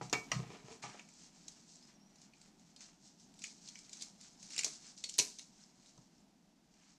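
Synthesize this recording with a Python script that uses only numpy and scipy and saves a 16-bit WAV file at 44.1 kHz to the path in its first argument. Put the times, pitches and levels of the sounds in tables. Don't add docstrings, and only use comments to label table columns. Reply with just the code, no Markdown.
import sys
import numpy as np
from scipy import signal
from scipy.fft import rfft, irfft, next_fast_len
from scipy.io import wavfile

SR = 44100
rng = np.random.default_rng(int(sys.argv[2]) if len(sys.argv) > 2 else 0)


def decibels_to_gain(level_db):
    exponent = np.asarray(level_db, float) / 20
    return 10 ** exponent


def unload_audio(sound):
    columns = np.transpose(np.atleast_2d(sound))
    steps = np.round(np.clip(columns, -1, 1) * 32767)
    wavfile.write(sys.argv[1], SR, steps.astype(np.int16))


N = 307802

# (time [s], level [dB], pitch [Hz], dull part against the level [dB], airy part against the level [dB])
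SNIPS = [(0.0965, -39.5, 6200, -17, -26), (0.128, -18, 6900, -11, -7.5), (0.3161, -21.5, 5740, -2, -8),
         (0.827, -52, 6940, -20, -25), (0.994, -43.5, 6900, 1.5, -9), (1.088, -49, 7200, -4, -35),
         (1.481, -35, 6800, -21, -48), (1.8255, -51, 5370, -30, -29), (2.157, -53.5, 6900, -20, -30),
         (2.216, -48, 6360, -16, -26), (2.3351, -57, 4550, 4.5, -31), (2.4142, -47, 7700, -14, -11),
         (2.595, -53.5, 6700, -17, -36), (2.7622, -45, 4900, -34, -22), (2.806, -40, 6500, -16, -13),
         (3.198, -50.5, 5700, -32, -35), (3.3393, -51, 7000, -18, -32), (3.391, -43.5, 7800, -19, -39),
         (3.419, -39.5, 6500, -9, -35), (3.4388, -29, 6830, -5, -36), (3.676, -41.5, 4800, -26, -18),
         (3.687, -38, 6000, -30, -30), (3.7552, -38.5, 6050, -5.5, -9), (3.789, -42.5, 7550, -19, -25),
         (3.848, -50, 5440, -23, -29), (3.8938, -43, 7000, -17, -21), (3.93, -34, 7140, -19, -42),
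         (3.9698, -42, 6350, -15, -21), (4.0108, -39.5, 4930, -22, -34), (4.021, -30.5, 7150, -23, -35),
         (4.2108, -43.5, 7450, -15, -36), (4.4278, -40, 6500, -16, -31), (4.5045, -38.5, 5560, -9, -41),
         (4.532, -40, 5300, -9, -43), (4.544, -39, 6330, -8, -30), (4.563, -30.5, 7200, -5, -36),
         (4.579, -23, 5400, -18, -36), (4.59, -20.5, 7200, -4.5, -43), (4.6335, -29.5, 7560, -2.5, -30),
         (4.6449, -15.5, 6500, -27, -46), (4.6874, -55, 6260, -28.5, -29), (4.81, -55, 6100, -13, -25),
         (4.9806, -53, 4680, -18, -40), (5.0394, -25, 4520, -18, -23.5), (5.09, -37.5, 8100, -29.5, -35),
         (5.094, -31, 7550, -23, -33), (5.14, -34.5, 6750, -44, -44), (5.182, -20.5, 8100, -17.5, 5.5),
         (5.1874, -12.5, 6680, -17, -26), (5.1899, -14, 5980, -16, -33), (5.1961, -12.5, 6560, -10.5, -39),
         (5.386, -37, 6260, -22, -25), (5.393, -41.5, 4300, -9, -35), (5.3926, -36.5, 6400, -17.5, -40),
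         (5.8593, -52.5, 4000, -28, -27.5), (5.9771, -51, 6250, -32, -14), (6.7391, -54, 6900, -12, -33)]
# (pitch [Hz], level [dB], time to die by 60 dB [s])
BOARD = [(330, -18.5, .1), (439, 4, 0.12), (474, 2, .07), (507, -9.5, 0.042), (636, -2.5, 0.15),
         (732, 1.5, 0.25), (832, 4, 0.072), (969, 5, 0.087), (1064, -2, .12), (1196, 1.5, 0.058),
         (1271, 0, 0.11), (1490, -16, .07), (1613, -20.5, 0.088), (1810, -16, .09), (1900, -2, 0.11),
         (2334, -4.5, .08), (2263, -4, 0.14), (2406, -7.5, 0.18), (2720, -8, 0.12)]


def rms_one(x):
    return x / np.sqrt(np.mean(x ** 2) + 1e-20)


def in_time(rows):
    s, *columns = np.transpose(rows)
    return [np.interp(np.arange(N) / SR, s, c, left=-150, right=-150) for c in columns]


def at_hz(points, hz):
    table_hz, values = np.transpose(points)
    return np.interp(np.log(hz + 1), np.log(table_hz), values)


def coloured(x, spectrum):
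    size = next_fast_len(len(x))
    hz = np.arange(size // 2 + 1) * SR / size
    shaped = irfft(rfft(x, size) * decibels_to_gain(at_hz(spectrum, hz)), size)
    return rms_one(shaped[:len(x)])


def band(x, low_hz, high_hz):
    return signal.sosfilt(signal.butter(2, [low_hz, high_hz], "band", fs=SR, output="sos"), x)


def drift(rate):
    knots = rng.standard_normal(int(N / SR * rate) + 2)
    return np.interp(np.arange(N) / SR * rate, np.arange(len(knots)), knots)


def ring(force, hz, t60):
    r = decibels_to_gain(-60 / (t60 * SR))
    w = 2 * np.pi * hz / SR
    return signal.lfilter([0, np.sin(w)], [1, -2 * r * np.cos(w), r * r], force + 1e-18)


def burst(length_ms, lumpy):
    t = np.arange(3072) / SR / (max(length_ms, .3) / 1000)
    unevenness = decibels_to_gain(lumpy * rng.standard_normal(96)).repeat(32)
    breaks = rng.standard_normal(3072) * unevenness
    return breaks * np.minimum(t / .12, 1) * np.exp(-t)


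def add(track, s, db, sound):
    at = round(s * SR)
    track[at:at + len(sound)] += (decibels_to_gain(db) * sound / np.abs(sound).max())[:N - at]


def grains(per_s, spread_db):
    born = rng.random(N) < per_s * decibels_to_gain(3.0 * drift(40)) / SR
    size = decibels_to_gain(spread_db * np.minimum(rng.exponential(1, N), 5))
    return born * size * rng.choice([-1, 1], N)


def swells(s, db, rise_ms, hold_ms, fade_db_per_s):
    t = np.arange(0, N / SR + .001, .001)[:, None]
    rise_db = (s - t) * 1e4 / np.maximum(rise_ms, 1)
    fade_db = (t - s - hold_ms / 1000) * fade_db_per_s
    below_db = np.maximum(np.maximum(rise_db, fade_db), 0)
    gain = np.sqrt(np.sum(decibels_to_gain(db - below_db) ** 2, axis=1))
    return np.interp(np.arange(N) / SR, t[:, 0], gain)


def snips():
    steel_hz, steel_t60_s, steel_db = 4325, .2, -15
    steel_loss_db = 61
    out = np.zeros(N)
    for s, peak_db, hz, dull_db, air_db in SNIPS:
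        force = burst(3.93, lumpy=0.6)
        crack = rms_one(band(force, 3200, 7800)) + decibels_to_gain(-1.5) * rms_one(ring(force, hz, 0.0086))
        add(out, s, peak_db, crack)
        ring_db = peak_db + steel_db - steel_loss_db * np.log2(hz / steel_hz) ** 2
        add(out, s, ring_db, ring(np.pad(force, (0, SR // 6)), steel_hz, steel_t60_s))
        add(out, s, peak_db + dull_db, band(force, 2100, 3300))
        add(out, s, peak_db + air_db, band(force, 8000, 16000))
    return out


def rustle():
    # (time of full level [s], level [dB], rise [ms per 10 dB],
    # hold [ms], dull wet part against the level [dB])
    squeezes = [(0.018, -55.5, 4.5, 3.4, 4), (0.354, -61.5, 47, 5.8, 14), (0.551, -62, 110, 3.9, 9.5),
                (0.724, -57.5, 70, 3.2, 0), (0.826, -51.5, 4, 8.9, 6.5), (0.94, -62.5, 54, 46, 5.5),
                (1.239, -58, 127, 3.1, -6), (1.36, -66, 83, 250, -3.5), (1.58, -77, 60, 22, -14),
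                (1.731, -61.5, 124, 31, -24), (1.858, -67.5, 66, 52, 2), (2.245, -67.5, 117, 3.2, 1),
                (2.434, -66.5, 130, 19, -4), (2.62, -72.5, 72, 100, -3), (2.813, -58.5, 27, 39, -1.5),
                (3.055, -61.5, 45, 7.3, -12), (3.208, -67.5, 78, 62, -10), (3.45, -51.5, 46, 11, -14),
                (3.687, -56, 106, 4.5, -9), (3.74, -64.5, 38, 120, -5), (4.03, -53.5, 110, 4, -8),
                (4.245, -57, 57, 5, -6.5), (4.43, -61, 58, 30, -41), (4.588, -49, 110, 22, -7),
                (4.66, -49.5, 42, 5, -5), (4.85, -56.5, 70, 38, -5.5), (4.978, -53, 7, 4.6, -25.5),
                (5.1, -59, 63, 79, -23.5), (5.415, -62, 50, 6, -12), (5.588, -64, 58, 51, -7),
                (5.882, -64.5, 158, 7, -4.5), (6.0, -72, 76, 40, -13), (6.188, -74, 146, 5, -13),
                (6.84, -69, 117.5, 70, 1.5)]
    # (frequency [Hz], level [dB per Hz])
    bright_tone = [(590, -44), (1000, -39), (1320, -20.5), (1990, -20), (3740, -8.5), (4240, -3.5),
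                   (6260, 1), (7970, -4.5), (13200, -41), (15500, -49)]
    fade_db_per_s, resting_db = 152, -81
    s, db, rise_ms, hold_ms, wet_db = np.transpose(squeezes)
    snip_s, snip_db = np.transpose(SNIPS)[:2]
    squeeze = swells(s, db, rise_ms, hold_ms, fade_db_per_s)
    wet_squeeze = swells(s, db + wet_db, rise_ms, hold_ms, fade_db_per_s)
    after = swells(snip_s + .004, -31 + 0.84 * snip_db, 1.8, 7.6, fade_db_per_s)
    bright_gain = np.sqrt(squeeze ** 2 + after ** 2 + decibels_to_gain(resting_db) ** 2)
    dull_gain = np.sqrt(wet_squeeze ** 2 + (decibels_to_gain(-20) * after) ** 2 + decibels_to_gain(resting_db - 8.5) ** 2)

    bright = coloured(grains(2500, spread_db=-1.5), bright_tone)
    dull = rms_one(band(grains(1600, spread_db=3.0), 900, 3300))
    crackles = rms_one(sum(ring(grains(40, spread_db=4.5), hz, 0.011) for hz in (4300, 5300, 6500, 7490)))
    flutter = decibels_to_gain(0.74 * drift(30))
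    return flutter * (bright_gain * bright + decibels_to_gain(-7.5) * dull_gain * dull) + decibels_to_gain(-11) * squeeze * crackles


def knocks():
    # (time [s], level [dB], pitch of the blow [Hz], length [ms])
    blows = [(0.012, -36, 630, 4.6), (.128, -27.5, 440, 2.2), (.133, -23.5, 2250, 6.3),
             (.317, -29, 1280, 5.4), (.832, -44.5, 1600, 14), (.836, -40.5, 1110, 14.4),
             (.945, -50, 880, 6.6), (0.994, -48, 2750, 2), (4.592, -54, 700, 5.3), (4.645, -47.5, 524, 1.7),
             (4.665, -49, 465, 3.1), (5.04, -59, 450, 0.88), (5.187, -39, 525, 8.3),
             (5.197, -38.5, 556, 2.7), (5.977, -61.5, 673, 8)]
    out = np.zeros(N)
    for s, peak_db, blow_hz, length_ms in blows:
        force = np.pad(burst(length_ms, lumpy=2.0), (0, SR // 4))
        modes = 0
        for hz, db, t60 in BOARD:
            chance = 1.5 * rng.standard_normal()
            mode_db = db + chance - 6.1 * np.log2(hz / blow_hz) ** 2
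            modes = modes + decibels_to_gain(mode_db) * ring(force, hz * (1 + 0.004 * chance), t60)
        add(out, s, peak_db, modes)
        add(out, s, peak_db - 1.0, band(force, 0.43 * blow_hz, 1.67 * blow_hz))
    return out


def drag():
    # (time of full level [s], level [dB], rise [ms per 10 dB], hold [ms])
    strokes = [(0.398, -41.5, 21, 3.2), (0.536, -42, 84, 3.9), (0.711, -43.5, 55, 12), (0.84, -51, 6, 50),
               (0.994, -63, 8, 5)]
    slips = grains(400, spread_db=3.0)
    body = sum(decibels_to_gain(db - 2.2 * np.log2(hz / 1000)) * ring(slips, hz, 0.36 * t60) for hz, db, t60 in BOARD)
    scratch = band(slips, 400, 3700)
    gain = swells(*np.transpose(strokes), fade_db_per_s=245)
    return gain * (decibels_to_gain(-10.5) * rms_one(body) + decibels_to_gain(-19) * rms_one(scratch))


def squeak():
    # (time [s], pitch [Hz], level [dB])
    glide = [(1.74, 3860, -92), (1.8, 4400, -73), (1.83, 5100, -62), (1.89, 5110, -70), (1.92, 5850, -76),
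             (2.01, 5520, -72), (2.07, 5800, -75), (2.17, 5840, -84), (2.2, 6060, -95)]
    hz, level_db = in_time(glide)
    rough_hz = hz * (1 + .02 * drift(900))
    return decibels_to_gain(level_db + 5 * drift(70)) * np.sin(2 * np.pi * np.cumsum(rough_hz) / SR)


def thumps():
    # (time [s], level [dB], length [ms])
    pushes = [(0.01, -41.5, 96), (0.128, -43.5, 94), (0.324, -40, 51), (0.35, -29, 97), (0.455, -45, 83),
              (0.64, -49.5, 36), (0.831, -52, 100), (4.66, -59, 21), (5.189, -49, 40), (5.969, -55, 63)]
    # (pitch [Hz], level [dB])
    counter = [(62, -11), (128, 1), (160, -3.5), (190, -6.5)]
    out = np.zeros(N)
    for s, db, length_ms in pushes:
        t = np.arange(int(length_ms * SR / 1000)) / SR
        swell = np.sin(np.pi * (t / t[-1]) ** 0.45) ** 0.77
        boom = 0
        for hz, level_db in counter:
            phase = rng.uniform(0, 2 * np.pi)
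            boom = boom + decibels_to_gain(level_db) * np.sin(2 * np.pi * hz * t + phase)
        add(out, s, db, swell * boom)
    return out


def kitchen(x):
    # (frequency [Hz], time to die by 60 dB [s])
    echo_times = [(300, 0.31), (1500, 0.26), (4000, 0.11), (8000, 0.12), (14000, 0.32)]
    t = np.arange(SR // 2) / SR
    edges = 80 * 2. ** np.arange(9)
    echoes = np.zeros(len(t))
    for low, high in zip(edges, edges[1:]):
        noise = band(rng.standard_normal(len(t)), low, min(high, .45 * SR))
        echoes += noise * decibels_to_gain(-60 * t / at_hz(echo_times, np.sqrt(low * high)))
    echoes *= np.clip((t - .002) / 0.0013, 0, 1)
    echoes /= np.sqrt(np.sum(echoes ** 2))
    return signal.fftconvolve(x, decibels_to_gain(-7.5) * echoes)[:N]


def housing(x):
    x = signal.sosfilt(signal.butter(2, 95, "high", fs=SR, output="sos"), x)
    return signal.sosfilt(signal.butter(3, 9000, fs=SR, output="sos"), x)


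def drone():
    # (frequency [Hz], level [dB per Hz])
    hum_tone = [(15, -36.5), (25, -14), (113, -24.5), (136, -11.5), (198, -4), (253, -8.5), (297, -11.5),
                (368, -18), (523, -25), (684, -18.5), (997, -23.5), (1080, -29), (1800, -31), (5430, -32.5),
                (15500, -51)]
    # (time [s], level [dB])
    hum_level = [(0.0, -62), (0.31, -55.5), (0.62, -65), (1.09, -65.5), (2.93, -66.5), (3.28, -65),
                 (4.08, -65), (4.53, -64.5), (5.31, -66), (6.98, -69)]
    level_db = in_time(hum_level)[0] + 0.92 * drift(7.2)
    return decibels_to_gain(level_db) * coloured(rng.standard_normal(N), hum_tone)


def scene():
    hands = snips() + knocks() + rustle() + drag() + squeak()
    close = housing(hands + kitchen(hands) + thumps())
    return np.tile(close + drone(), (2, 1))


def top_cut(x):
    return signal.sosfilt(signal.butter(12, 16270, fs=SR, output="sos"), x)


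def record(dry):
    dry = 0.25 * np.tanh(dry / 0.29)
    dry = signal.sosfilt(signal.cheby2(8, 40, 16300, fs=SR, output="sos"), dry)
    late = np.roll(dry[0], 300)
    top = signal.sosfilt(signal.butter(6, 11800, "high", fs=SR, output="sos"), late)
    difference = (decibels_to_gain(-36) * late + decibels_to_gain(-6.5) * top) * [[1], [-1]]
    hiss = band(rng.standard_normal(dry.shape), 9800, 13600)
    return top_cut(dry + difference + decibels_to_gain(-90.5) * hiss)


dry = scene()
out = record(dry)
unload_audio(out)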